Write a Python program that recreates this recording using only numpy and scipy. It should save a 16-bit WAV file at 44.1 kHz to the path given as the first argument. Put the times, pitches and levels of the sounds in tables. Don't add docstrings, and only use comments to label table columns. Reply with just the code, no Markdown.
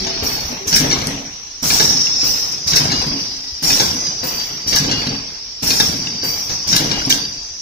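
import sys
import numpy as np
from scipy import signal
from scipy.io import wavfile
from scipy.ndimage import uniform_filter1d

SR = 44100
rng = np.random.default_rng(int(sys.argv[2]) if len(sys.argv) > 2 else 0)


def materialize(psi):
    bounded = np.clip(np.atleast_2d(psi).T, -1, 1)
    quanta = np.round(bounded * 32767).astype(np.int16)
    wavfile.write(sys.argv[1], SR, quanta)


N = 335601
PORT_LAG = 20

# start_s, air_db, whistle_db, force_db, jaw_lag_s
CLOSE_STROKES = [(-.371, 2, 8, 3, -0.003), (1.630, 2, 2, -0.5, -0.0043), (3.629, 0.5, 2, 0, -.003),
                 (5.628, 1.5, 2, 1, -0.00029)]
EJECT_STROKES = [(.226, 0.29, 1, 1.1, 0), (2.232, 0.6, 0.84, -0.96, 0), (4.234, 0, 0.14, 0.58, 0),
                 (6.234, 0.026, -1.84, -0.62, 0)]
OPEN_STROKES = [(.677, 4.5, -1.7, 1, -0.0021), (2.675, 1.9, 1, 0, 0.0055), (4.676, 0.5, -0.93, 0.19, 0),
                (6.677, 2, -1.25, 0.017, -0.0009)]
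NO_STROKE = [np.zeros(5)]

# time_s, pitch_hz, level_db
DRAINING = [(1.62, 5860, -31), (1.7, 5780, -34), (1.78, 5730, -14), (1.93, 5520, -14), (2.1, 5454, -16.5),
            (2.25, 5276, -15), (2.45, 5280, -18.5), (2.6, 5200, -29)]


def gain_of(db):
    return 10 ** (np.asarray(db) / 20)


def evened(x):
    return x / np.sqrt(np.mean(x ** 2) + 1e-20)


def read(points, hz):
    f, value = np.transpose(points)
    return np.interp(np.log(hz + 1), np.log(f + 1), value)


def along(rows, column):
    rows = np.asarray(rows)
    return np.interp(np.arange(N) / SR, rows[:, 0], rows[:, column])


def add(mix, s, sound):
    part = mix[..., round(s * SR):][..., :sound.shape[-1]]
    part += sound[..., :part.shape[-1]]


def ports(pan_db):
    return gain_of(np.clip(pan_db, -8, 8) * np.array([[.5], [-.5]]))


def resonate(x, hz, width_hz):
    turn = np.exp(2j * np.pi * np.cumsum(hz * np.ones(x.shape[-1])) / SR)
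    r = np.exp(-np.pi * width_hz / SR)
    return 2 * (turn * signal.lfilter([1 - r], [1, -r], x / turn)).real


def band(x, lo_hz, hi_hz):
    sos = signal.butter(2, [lo_hz, min(hi_hz, SR / 2.2)], "band", fs=SR, output="sos")
    return signal.sosfilt(sos, x)


def air(spectrum, patchy_db, flutter_db, shift=1, size=512):
    # pitch_hz, share
    likeness = [(30, 0.93), (60, 0.71), (130, 1), (300, 0.92), (600, 0.23), (1500, 0.11), (5000, 0.045),
                (9000, 0.12), (15000, 0.11)]
    # pitch_hz, share of the port lag
    lag_share = [(250, 0.35), (900, 0.93)]
    frames, hz = 4 * N // size + 5, np.fft.rfftfreq(size, 1 / SR)
    a, b, c, d, patches = rng.standard_normal((frames, len(hz), 5)).T
    patches = evened(uniform_filter1d(uniform_filter1d(patches, size=4, axis=0), size=12, axis=1))
    flutter = evened(uniform_filter1d(rng.standard_normal(frames), size=4))
    frame_at = np.minimum(np.arange(frames) * size // 4, N - 1)
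    shift = (shift * np.ones(N))[frame_at]
    same = np.clip(read(likeness, hz), 0, 1)[:, None]
    lag = np.exp(-2j * np.pi * hz * read(lag_share, hz) * PORT_LAG / SR)[:, None]
    left = a + 1j * b
    right = same * lag * left + np.sqrt(1 - same ** 2) * (c + 1j * d)
    level_db = read(spectrum, hz[:, None] / shift) + patchy_db * patches + flutter_db * flutter
    z = np.array([left, right]) * gain_of(level_db)
    return evened(signal.istft(z, nperseg=size, noverlap=size - size // 4)[1][:, :N])


def pressure(strokes, column, trim, fade, sag_db_per_s, rest_db, rise_s=0.0097):
    t, power = np.arange(0, N + 32, 32) / SR, gain_of(2 * rest_db)
    for starts, events in strokes:
        for start in starts:
            for event in events:
                age = t - start[0] - event[0]
                hold_s, release_db_per_s = event[3], event[4]
                sag_db = sag_db_per_s * np.clip(age, 0, hold_s)
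                release_db = fade * release_db_per_s * np.maximum(age - hold_s, 0)
                db = event[column] + start[trim] - sag_db - release_db
                power = power + (np.clip(age / rise_s, 0, 1) * gain_of(db)) ** 2
    return np.interp(np.arange(N) / SR, t, np.sqrt(power))


def valves():
    # time_s, pitch_hz
    muffler = [(0, 5090), (.6, 5450), (1.1, 5580), (1.6, 5400), (1.7, 5400), (2.4, 5450), (3.3, 5223),
               (3.7, 5310), (4.5, 5474), (5.5, 5287), (6.3, 5376), (7.61, 5610)]
    # pitch_hz, level_db (per Hz)
    whistle_colour = [(3000, -23.5), (4200, -12.5), (4500, -11.5), (5100, -7), (5600, 1.5), (6100, -6.5),
                      (6400, -12), (7300, -24.5), (8500, -37)]
    hiss_colour = [(4000, -30), (6800, 3), (7420, -1), (9600, -7), (14300, -3), (15500, 0), (16000, -30)]
    # after_start_s, hiss_db, whistle_db, hold_s, release_db_per_s
    close_air = [
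        (0.0063, -24.5, -30, 0.04, 70.5),
        (-0.0053, -25, -17.5, 0.2, 114),
        (0.037, -23.5, -16.5, 0.2, 115),
        (0.17, -78, -24, 0.69, 70),
    ]
    eject_air = [
        (0, -33, -28, 0.06, 90),
        (.004, -30, -45, 0.04, 90),
        (.03, -36, -26, .22, 100),
    ]
    open_air = [
        (-.006, -29.5, -14, 0.12, 75),
        (0.078, -19.5, -9.5, 0.0042, 285),
        (.3, -43, -27.5, .1, 60),
    ]
    stray_air = [(2.44, -70, -26, 0.15, 200), (2.95, -60, -27, 0.26, 50), (3.18, -44.5, -27.5, .42, 60),
                 (6.49, -48, -20, 0.037, 92.4), (7.095, -16.5, -8.5, 0.0078, 274),
                 (7.131, -37.5, -35, 0.049, 87.7)]
    vents = [(CLOSE_STROKES, close_air), (EJECT_STROKES, eject_air),
             (OPEN_STROKES, open_air), (NO_STROKE, stray_air)]
    sag = 21
    blown = pressure(vents, column=2, trim=2, fade=1, sag_db_per_s=sag, rest_db=-40)
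    blown = np.hypot(blown, gain_of(along(DRAINING, column=2) - 2.5))
    whistle = blown * air(whistle_colour, 2.5, 1.2, along(muffler, column=1) / 5400)
    jet = pressure(vents, column=1, trim=1, fade=0.91, sag_db_per_s=sag, rest_db=-53.5, rise_s=.003)
    nozzle = pressure(vents[1:2], column=1, trim=1, fade=1, sag_db_per_s=sag, rest_db=-90)
    hiss = air(hiss_colour, 1.0, 0.85)
    return whistle + jet * hiss + gain_of(6) * nozzle * band(hiss, 12800, 24000)


def blow(db, thud_db, tick_db, ring_hz):
    # pitch_hz, level_db, t60_s (sets the ring; it fades by 60 dB in a ninth of
    steel_modes = [(1654, 1, 0.16), (2274, 1.5, 0.04), (2900, -8, 0.079), (3754, 6, 0.014),
                   (4330, -2.5, 0.48), (5310, 9, 0.14), (5995, 6.5, 0.053), (6580, 0.5, 0.061)]
    t = np.arange(6000) / SR
    contact = rng.standard_normal(len(t)) * np.minimum(t / 0.00021, 1) * np.exp(-t / 0.011)
    steel = 0
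    for hz, mode_db, t60 in steel_modes:
        hz = hz * rng.uniform(.95, 1.05)
        mode = resonate(resonate(contact, hz, 20 / t60), hz, 900)
        steel = steel + gain_of(mode_db) * np.sqrt(t60) * mode
    ring = resonate(resonate(contact, ring_hz, 180), ring_hz, 2300)
    crack = band(band(contact, 1900, 5500), 1900, 5500)
    push = rng.standard_normal(len(t)) * np.minimum(t / 0.0061, 1) * np.exp(-t / 0.0087)
    thud = band(push, 94, 940)
    tick = band(contact * np.exp(-t / .012), 6500, 15500)
    parts = [(-0.5, steel), (-5.0, crack), (-10.5, ring), (thud_db, thud), (tick_db, tick)]
    return gain_of(db) * sum(gain_of(part_db) * part / abs(part).max() for part_db, part in parts)


def snap(db, hz):
    t = np.arange(2500) / SR
    crack = rng.standard_normal(len(t)) * np.minimum(t / 0.00012, 1) * np.exp(-t / 0.0018)
    sound = evened(band(crack, 3500, 12000)) + .8 * evened(resonate(crack, hz, 500))
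    return gain_of(db) * sound / abs(sound).max()


def jaws():
    # after_start_s, peak_db, thud_db, tick_db, ring_hz
    close_blows = [
        (0.0762, -5, -12.5, -36, 4300),
        (0.1715, -3, -5, -46, 5070),
        (.442, -15, -18, -48, 4870),
    ]
    eject_blows = [
        (-.004, -21, 3.1, -20, 3000),
    ]
    open_blows = [(0.0519, -6, -19, -39, 4880), (0.0867, -5.5, -37, -6.5, 4420),
                  (0.1673, -22, 8, -24, 4640), (.224, -18, -4.5, -43, 4000), (.237, -7.5, -13, -51, 4130),
                  (.341, -16.5, -5.5, -40, 4230)]
    stray_blows = [(0.522, -26, 7.5, 1, 2360), (0.7985, -13, -6, -2, 4850), (0.925, -13, -28, -47, 5760),
                   (4.398, -14.5, -34, -32, 4860), (5.0687, -16, -24, -33, 4030),
                   (6.493, -16.5, -3.5, -45, 4675), (7.102, 0.5, -41, -41, 5030)]
    # time_s, peak_db, pitch_hz, left_minus_right_db
    snaps = [(0.677, -17, 6330, 9), (1.071, -3, 5100, 12), (1.63, -28, 5550, 19), (2.525, -18.5, 5440, 8),
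             (2.675, -23, 5640, 8), (3.069, -19, 5860, 9), (3.629, -21, 5600, 5), (4.6754, -28, 4700, 10),
             (5.07, -21, 4460, 10.5), (5.7995, -6, 4930, 10), (5.6282, -37, 5470, 11),
             (6.6764, -23, 4880, 6.5), (7.0627, -19, 5650, 13), (0.7643, -4, 5200, 8),
             (2.765, -6, 4200, -1), (4.763, -3, 5000, 8), (6.7646, 3, 4420, 9), (2.844, -13, 3950, 5),
             (2.9173, -16, 3970, 3), (4.9173, -26, 4400, 2), (6.915, -20, 4380, 5), (3.0189, -22, 3800, -1),
             (7.125, -9, 4970, 7), (7.135, -12, 4570, 2)]
    metal = np.zeros((2, N))
    for starts, blows in [(CLOSE_STROKES, close_blows), (EJECT_STROKES, eject_blows),
                          (OPEN_STROKES, open_blows), (NO_STROKE, stray_blows)]:
        for start, _, _, force_db, lag in starts:
            for after, db, thud_db, tick_db, ring_hz in blows:
                sound = blow(db + force_db, thud_db, tick_db, ring_hz)
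                pan_db = 3 + 3 * rng.standard_normal()
                if start + after > 0:
                    add(metal, start + lag + after, sound * ports(pan_db))
    for s, db, hz, pan_db in snaps:
        add(metal, s, snap(db, hz) * ports(pan_db))
    return metal


def rod(db, hz, length):
    t = np.arange(0, length, 1 / SR)
    shape = signal.windows.tukey(len(t), .3) * np.exp(-t / .3)
    return gain_of(db + 3) * np.sin(2 * np.pi * hz * t) * shape


def ping(db, hz, t60):
    t, fade_s = np.arange(0, min(t60, .11), 1 / SR), min(t60, .11)
    cluster = 0
    for factor, share in [(1, 1), (1.035, .55), (.955, .4)]:
        cluster = cluster + share * np.sin(2 * np.pi * (hz * factor * t + rng.random()))
    return gain_of(db - 4 - 60 * t / fade_s) * np.minimum(t / .0012, 1) * cluster


def ringing_parts():
    # after_start_s, level_db, pitch_hz, length_s
    rods = [
        (0.064, -35, 1660, 0.066),
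        (0.233, -29.5, 2870, 0.12),
        (.25, -37, 4020, 0.081),
    ]
    rod_drive = [-10, -0.5, 4.5, 1.5]
    # time_s, level_db, pitch_hz, length_s
    hums = [(.0, -29, 380, .2), (.03, -30, 665, .26), (0, -27, 195, .05), (.49, -32, 245, .08),
            (.65, -35, 420, .07), (3.3, -44, 269, .22), (5.14, -48, 2143, .3), (5.25, -52, 2363, .3),
            (.2, -43, 970, .28), (.6, -34, 385, .07), (3.42, -50, 1960, .18), (3.97, -42, 2010, .1),
            (4.19, -44, 2000, .4), (5.12, -34, 5440, .25), (5.33, -38, 5465, .3), (5.3, -40, 4625, .33),
            (6.48, -34, 5160, .18), (2.925, -31, 3980, .12), (5.62, -30, 5470, .1)]
    # time_s, peak_db, pitch_hz, t60_s
    pings = [(.728, -8.5, 4350, 0.055), (0.74, -1, 5220, 0.056), (0.747, -4, 5700, .06),
             (.766, -3, 5150, 0.055), (0.781, -12, 1675, .06), (0.903, -8, 5820, 0.054),
             (.928, -3, 5760, 0.07), (.925, -15.5, 2090, 0.14), (.987, -16.5, 4870, .04),
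             (1.0224, -20.5, 2180, 0.055), (1.704, -13.5, 2380, 0.089), (1.806, -11, 1656, .05),
             (2.069, -12.5, 2780, .03), (2.9001, -19, 2200, .05), (2.9168, -10.5, 4310, .04),
             (3.7028, -13, 2470, 0.086), (3.804, -5, 5440, 0.035), (4.7662, -11.5, 1650, 0.11),
             (4.8938, -13, 4340, 0.032), (4.918, -18, 4220, 0.038), (4.929, -12, 4020, .06),
             (5.071, -8, 4080, .03), (5.7082, -13.5, 2450, 0.12), (5.8006, -7, 1660, 0.04),
             (5.806, 0, 3670, 0.036), (5.807, -6, 4880, 0.055), (5.802, -3, 5630, 0.06),
             (5.706, -5, 4430, .05), (6.0709, -8, 2840, 0.021), (6.7277, -1, 4950, .06),
             (6.776, -10, 4060, .06), (6.914, -22, 4360, 0.025), (7.015, -16.5, 1470, .04),
             (7.049, -6, 5400, 0.068), (7.1014, -13.5, 2330, 0.094), (7.124, 2, 3200, .03)]
    rings = np.zeros((2, N))
    for start, drive_db in zip(OPEN_STROKES, rod_drive):
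        for after, db, hz, length in rods:
            add(rings, start[0] + after, rod(db + drive_db, hz, length))
    for s, db, hz, length in hums:
        add(rings, s, rod(db, hz, length))
    for s, db, hz, t60 in pings:
        add(rings, s, ping(db, hz, t60) * ports(3))
    return rings


def thumps():
    # after_start_s, peak_db, pitch_hz, t60_s
    close_thumps = [(-.008, -23, 273, 0.11), (-.008, -35.5, 59.5, .15), (.002, -24.5, 165.6, 0.17),
                    (0.043, -29, 55, 0.18), (.058, -31, 266, .12), (0.097, -24, 277, 0.13),
                    (0.172, -32.5, 165, .2), (.168, -23, 410, 0.095), (.17, -32, 629, 0.085),
                    (.169, -17, 860, .07), (.186, -24, 273, 0.091), (.243, -27, 75, 0.23),
                    (0.314, -27, 261, 0.24)]
    eject_thumps = [
        (-.006, -25, 269, 0.117),
        (.004, -35.5, 150, 0.29),
        (-0.024, -32, 99, 0.22),
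        (.26, -38, 140, .4),
    ]
    open_thumps = [(-.014, -26.5, 81, 0.14), (0.044, -29.5, 63.7, 0.144), (0.044, -26, 163, 0.21),
                   (.12, -20, 150.8, 0.24), (.13, -25.5, 266.7, .4), (.215, -24, 143, 0.29),
                   (.25, -24, 273.4, 0.22), (.3, -28, 65, .2), (0.387, -20.5, 146, 0.13),
                   (.395, -24.5, 264.5, 0.22), (0.431, -28.5, 276, 0.51)]
    stray_thumps = [(.005, -29, 55, .3), (0.218, -20.5, 78.5, 0.16), (.44, -28, 69.6, 0.23),
                    (3.521, -31, 70.2, 0.16), (5.47, -39, 54.9, 0.28), (7.4, -36, 50, 0.22),
                    (7.505, -36, 80, .15)]
    out, t = np.zeros(N), np.arange(0, .5, 1 / SR)
    swell = np.sin(np.pi / 2 * np.minimum(t / 0.0084, 1)) ** 2
    for starts, knocks in [(CLOSE_STROKES, close_thumps), (EJECT_STROKES, eject_thumps),
                           (OPEN_STROKES, open_thumps), (NO_STROKE, stray_thumps)]:
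        for start, _, _, force_db, _ in starts:
            for after, db, hz, t60 in knocks:
                if start + after > 0:
                    fade = gain_of(db + force_db + 3 - 60 * t / t60)
                    add(out, start + after, swell * fade * np.sin(2 * np.pi * hz * t))
    return out


def frame():
    # pitch_hz, level_db (per Hz)
    rumble_colour = [(53, -53), (90, -17), (135, -0.5), (220, -4.5), (259, -3), (394, -12.5), (429, -15.5),
                     (480, -11.5), (595, -18.5), (700, -22), (910, -75), (1540, -120)]
    body_colour = [(240, -34), (400, 5), (557, -0.5), (799, 6), (1430, -3), (1650, -1), (1930, -1),
                   (2390, 1.5), (3130, 1), (4400, -3.5), (5720, -37), (9680, -120)]
    shake_colour = [(10, -28), (25, 1), (42, 4.5), (55, 0), (80, -3), (110, -2.5), (200, -72)]
    # after_start_s, rumble_db, air_body_db, hold_s, release_db_per_s
    close_load = [
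        (-.008, -24.5, -26, 0.13, 153),
        (0.181, -19.5, -28.5, 0.028, 302),
        (0.242, -26, -32, 0.059, 39),
    ]
    eject_load = [
        (-.004, -28.5, -31.5, .03, 65),
        (.05, -54, -37.5, .25, 88.5),
        (0.267, -34, -44.5, .05, 80),
    ]
    open_load = [(-.018, -31, -34.5, 0.053, 200), (0.041, -25, -24.5, 0.043, 200),
                 (0.119, -20.5, -27.5, 0.11, 75), (.235, -32, -30, 0.022, 65.4),
                 (.387, -21, -30.5, 0.011, 350), (0.419, -24.5, -32, 0.029, 84)]
    stray_load = [
        (0, -37, -32, 0.24, 81),
        (0.299, -35.5, -34.5, 0.13, 78.8),
        (7.099, -45, -37, 0.032, 350),
    ]
    loads = [(CLOSE_STROKES, close_load), (EJECT_STROKES, eject_load),
             (OPEN_STROKES, open_load), (NO_STROKE, stray_load)]
    sag, shake_db = -3, -11
    rumble = pressure(loads, column=1, trim=3, fade=1, sag_db_per_s=sag, rest_db=-70)
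    body = pressure(loads, column=2, trim=3, fade=0.61, sag_db_per_s=sag, rest_db=-60)
    shake = pressure(loads, column=2, trim=3, fade=0.49, sag_db_per_s=sag, rest_db=-53 - shake_db)
    rumble = gain_of(-3.5) * rumble * air(rumble_colour, 1.76, 0.76, size=1024)
    body = body * air(body_colour, 2.5, 1.5)
    shake = gain_of(shake_db) * shake * air(shake_colour, 0.27, 2.6, size=4096)
    return thumps() + rumble + body + shake


def whine(hz, level_db, tones, steady=0):
    turns, out = np.cumsum(hz) / SR, 0
    for factor, db, width_hz in tones:
        slow = signal.butter(2, width_hz / 2, fs=SR, output="sos")
        drift = signal.sosfilt(slow, rng.standard_normal((2, 2, N)))
        drift[0] += steady * drift[0].std()
        angle = 2 * np.pi * factor * turns
        out = out + gain_of(db) * evened(drift[0] * np.cos(angle) + drift[1] * np.sin(angle))
    return gain_of(level_db) * out


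def leaks():
    # time_s, pitch_hz, clean_db, smeared_db, upper_db
    leak = [(2.4, 5100, -72, -55, -64), (2.55, 5120, -30, -32, -41), (2.75, 4876, -30, -30, -41),
            (3.0, 4865, -40, -21, -33.5), (3.25, 4754, -50, -27.5, -39), (3.6, 4820, -34, -44, -49),
            (3.85, 4770, -40, -26, -33), (4.03, 4906, -36, -30, -30.5), (4.07, 4880, -20.5, -30, -28),
            (4.14, 4890, -31, -38, -32), (4.22, 4730, -33, -30, -35), (4.4, 4710, -21.5, -33, -32.5),
            (4.55, 4676, -38.5, -37, -35), (4.75, 4655, -21.5, -61, -44), (5.0, 4586, -34.5, -23, -42),
            (5.15, 4610, -26, -42, -35.5), (5.4, 4610, -44, -56, -41), (5.6, 4610, -36, -46, -45),
            (5.95, 4720, -31, -35, -34), (6.2, 4695, -29, -36, -36.5), (6.33, 4700, -24.5, -30, -35),
            (6.42, 4725, -40, -35, -36), (6.55, 4720, -34, -46, -34), (6.75, 4740, -28, -38, -36),
            (7.16, 4735, -37, -29, -36), (7.19, 4710, -21.5, -31, -36), (7.42, 4680, -31, -46, -47),
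            (7.61, 4700, -47, -48, -31.5)]
    # multiple, level_db, width_hz
    overtones = [(1.1, -11, 60), (1.182, 1, 34), (1.232, -4, 60), (1.28, -1, 400)]
    # time_s, pitch_hz, level_db
    in_carton = [(0, 4406, -34), (.2, 4415, -30), (.4, 4450, -27.5), (.5, 4500, -42), (.62, 4520, -53)]
    hz = along(leak, column=1)
    waver = uniform_filter1d(uniform_filter1d(rng.standard_normal((2, N)), size=3000), size=3000)
    waver_db = 2.2 * evened(waver)
    lowest = whine(hz, along(leak, column=2) + waver_db[0], [(1, -1, 90)], steady=1.2)
    smeared = whine(hz, along(leak, column=3), [(1, 0, 240)])
    upper = whine(hz, along(leak, column=4) + waver_db[1], overtones, steady=0.65)
    low_down = whine(along(in_carton, column=1), along(in_carton, column=2),
                     [(.985, -2, 90), (1.03, 0, 350)])
    drain = whine(along(DRAINING, column=1), along(DRAINING, column=2),
                  [(0.97, -5.5, 64), (.945, -14.5, 220), (1.03, -7.5, 520)])
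    return lowest + smeared + upper + low_down + drain


def hall(x):
    # pitch_hz, t60_s
    ring_time = [(100, .9), (1000, .6), (5000, .5), (8000, .25), (15000, .15)]
    taps = np.zeros((2, SR))
    at = np.arange(300, SR - 20, 20) + rng.integers(0, 20, (2, (SR - 301) // 20))
    np.put_along_axis(taps, at, rng.choice([-1., 1.], at.shape), 1)
    hz, t, z = signal.stft(taps, SR, nperseg=256)
    fade = gain_of(-60 * t / read(ring_time, hz)[:, None])
    tail = signal.istft(z * fade, SR, nperseg=256)[1]
    return signal.fftconvolve(x, tail / np.linalg.norm(tail[0]), axes=1)[:, :N]


def murmur():
    # pitch_hz, level_db (per Hz)
    murmur_colour = [(35, -38), (60, -11.5), (334, -9), (531, -15.5), (1450, -17.5), (2300, -11.5),
                     (4300, -6.5), (5590, -39), (9460, -120)]
    return gain_of(-42) * air(murmur_colour, 0.45, 0.87, size=1024)


def scene():
    # time_s, level_db
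    nearness = [(0, -2), (.6, 0.3), (1.1, 0.64), (1.3, -1.5), (1.58, -1), (1.7, 0), (2.6, -0.16), (3.2, 0),
                (3.6, -0.5), (4.2, -0.5), (5.1, 0), (5.55, -2.5), (6.2, 0.25), (7.2, -0.2), (7.61, -2)]
    metal = jaws()
    near = metal + ringing_parts()
    near[1] = np.roll(near[1], PORT_LAG)
    heard = valves() + near + frame() + leaks() + gain_of(-5.5) * hall(metal) + murmur()
    return gain_of(along(nearness, column=1)) * heard


def thinned(x):
    # treble_db, edge_hz
    edge = [(-53, 13400), (-45, 13950), (-40, 14400), (-35, 15000), (-23, 15300), (-19, 15800)]
    # pitch_hz, level_db
    masked = [(1500, -4.5), (2300, -1), (4300, -.3), (4600, -4.5), (6000, -4.5), (6400, -.3), (7000, 1.3),
              (15000, 1.3)]
    hz, t, z = signal.stft(x, SR, window="cosine", nperseg=2048)
    power = (abs(z) ** 2).mean(0) + 1e-20
    treble_db = 10 * np.log10(2 * power[hz > 7500].sum(0))
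    edge_hz = 340 * np.round(np.interp(treble_db, *np.transpose(edge)) / 340)
    flat = power / np.exp(uniform_filter1d(np.log(power), size=40, axis=0))
    whim = gain_of(2.5 * rng.standard_normal(flat.shape))

    def grouped(n):
        middle = np.minimum(np.arange(len(hz)) // n * n + n // 2, len(hz) - 1)
        return (uniform_filter1d(flat, size=n, axis=0) * whim)[middle]

    bands = np.where(hz[:, None] < 7000, grouped(6), grouped(12))
    bands = uniform_filter1d(bands, size=2, axis=1)
    spared = np.where(hz[:, None] > 6800, gain_of(-.045 * np.clip(treble_db + 56, 0, 30)), 1)
    strong = bands > gain_of(2 * read(masked, hz))[:, None] * spared
    keep = (hz[:, None] < edge_hz) & strong
    return signal.istft(z * keep, SR, window="cosine", nperseg=2048)[1][:, :N]


def roll_off(x):
    return signal.sosfilt(signal.butter(12, 15770, fs=SR, output="sos"), x)


def record(dry):
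    mix = thinned(np.clip(dry, -1, 1))
    return roll_off(mix)


dry = scene()
out = record(dry)
materialize(out)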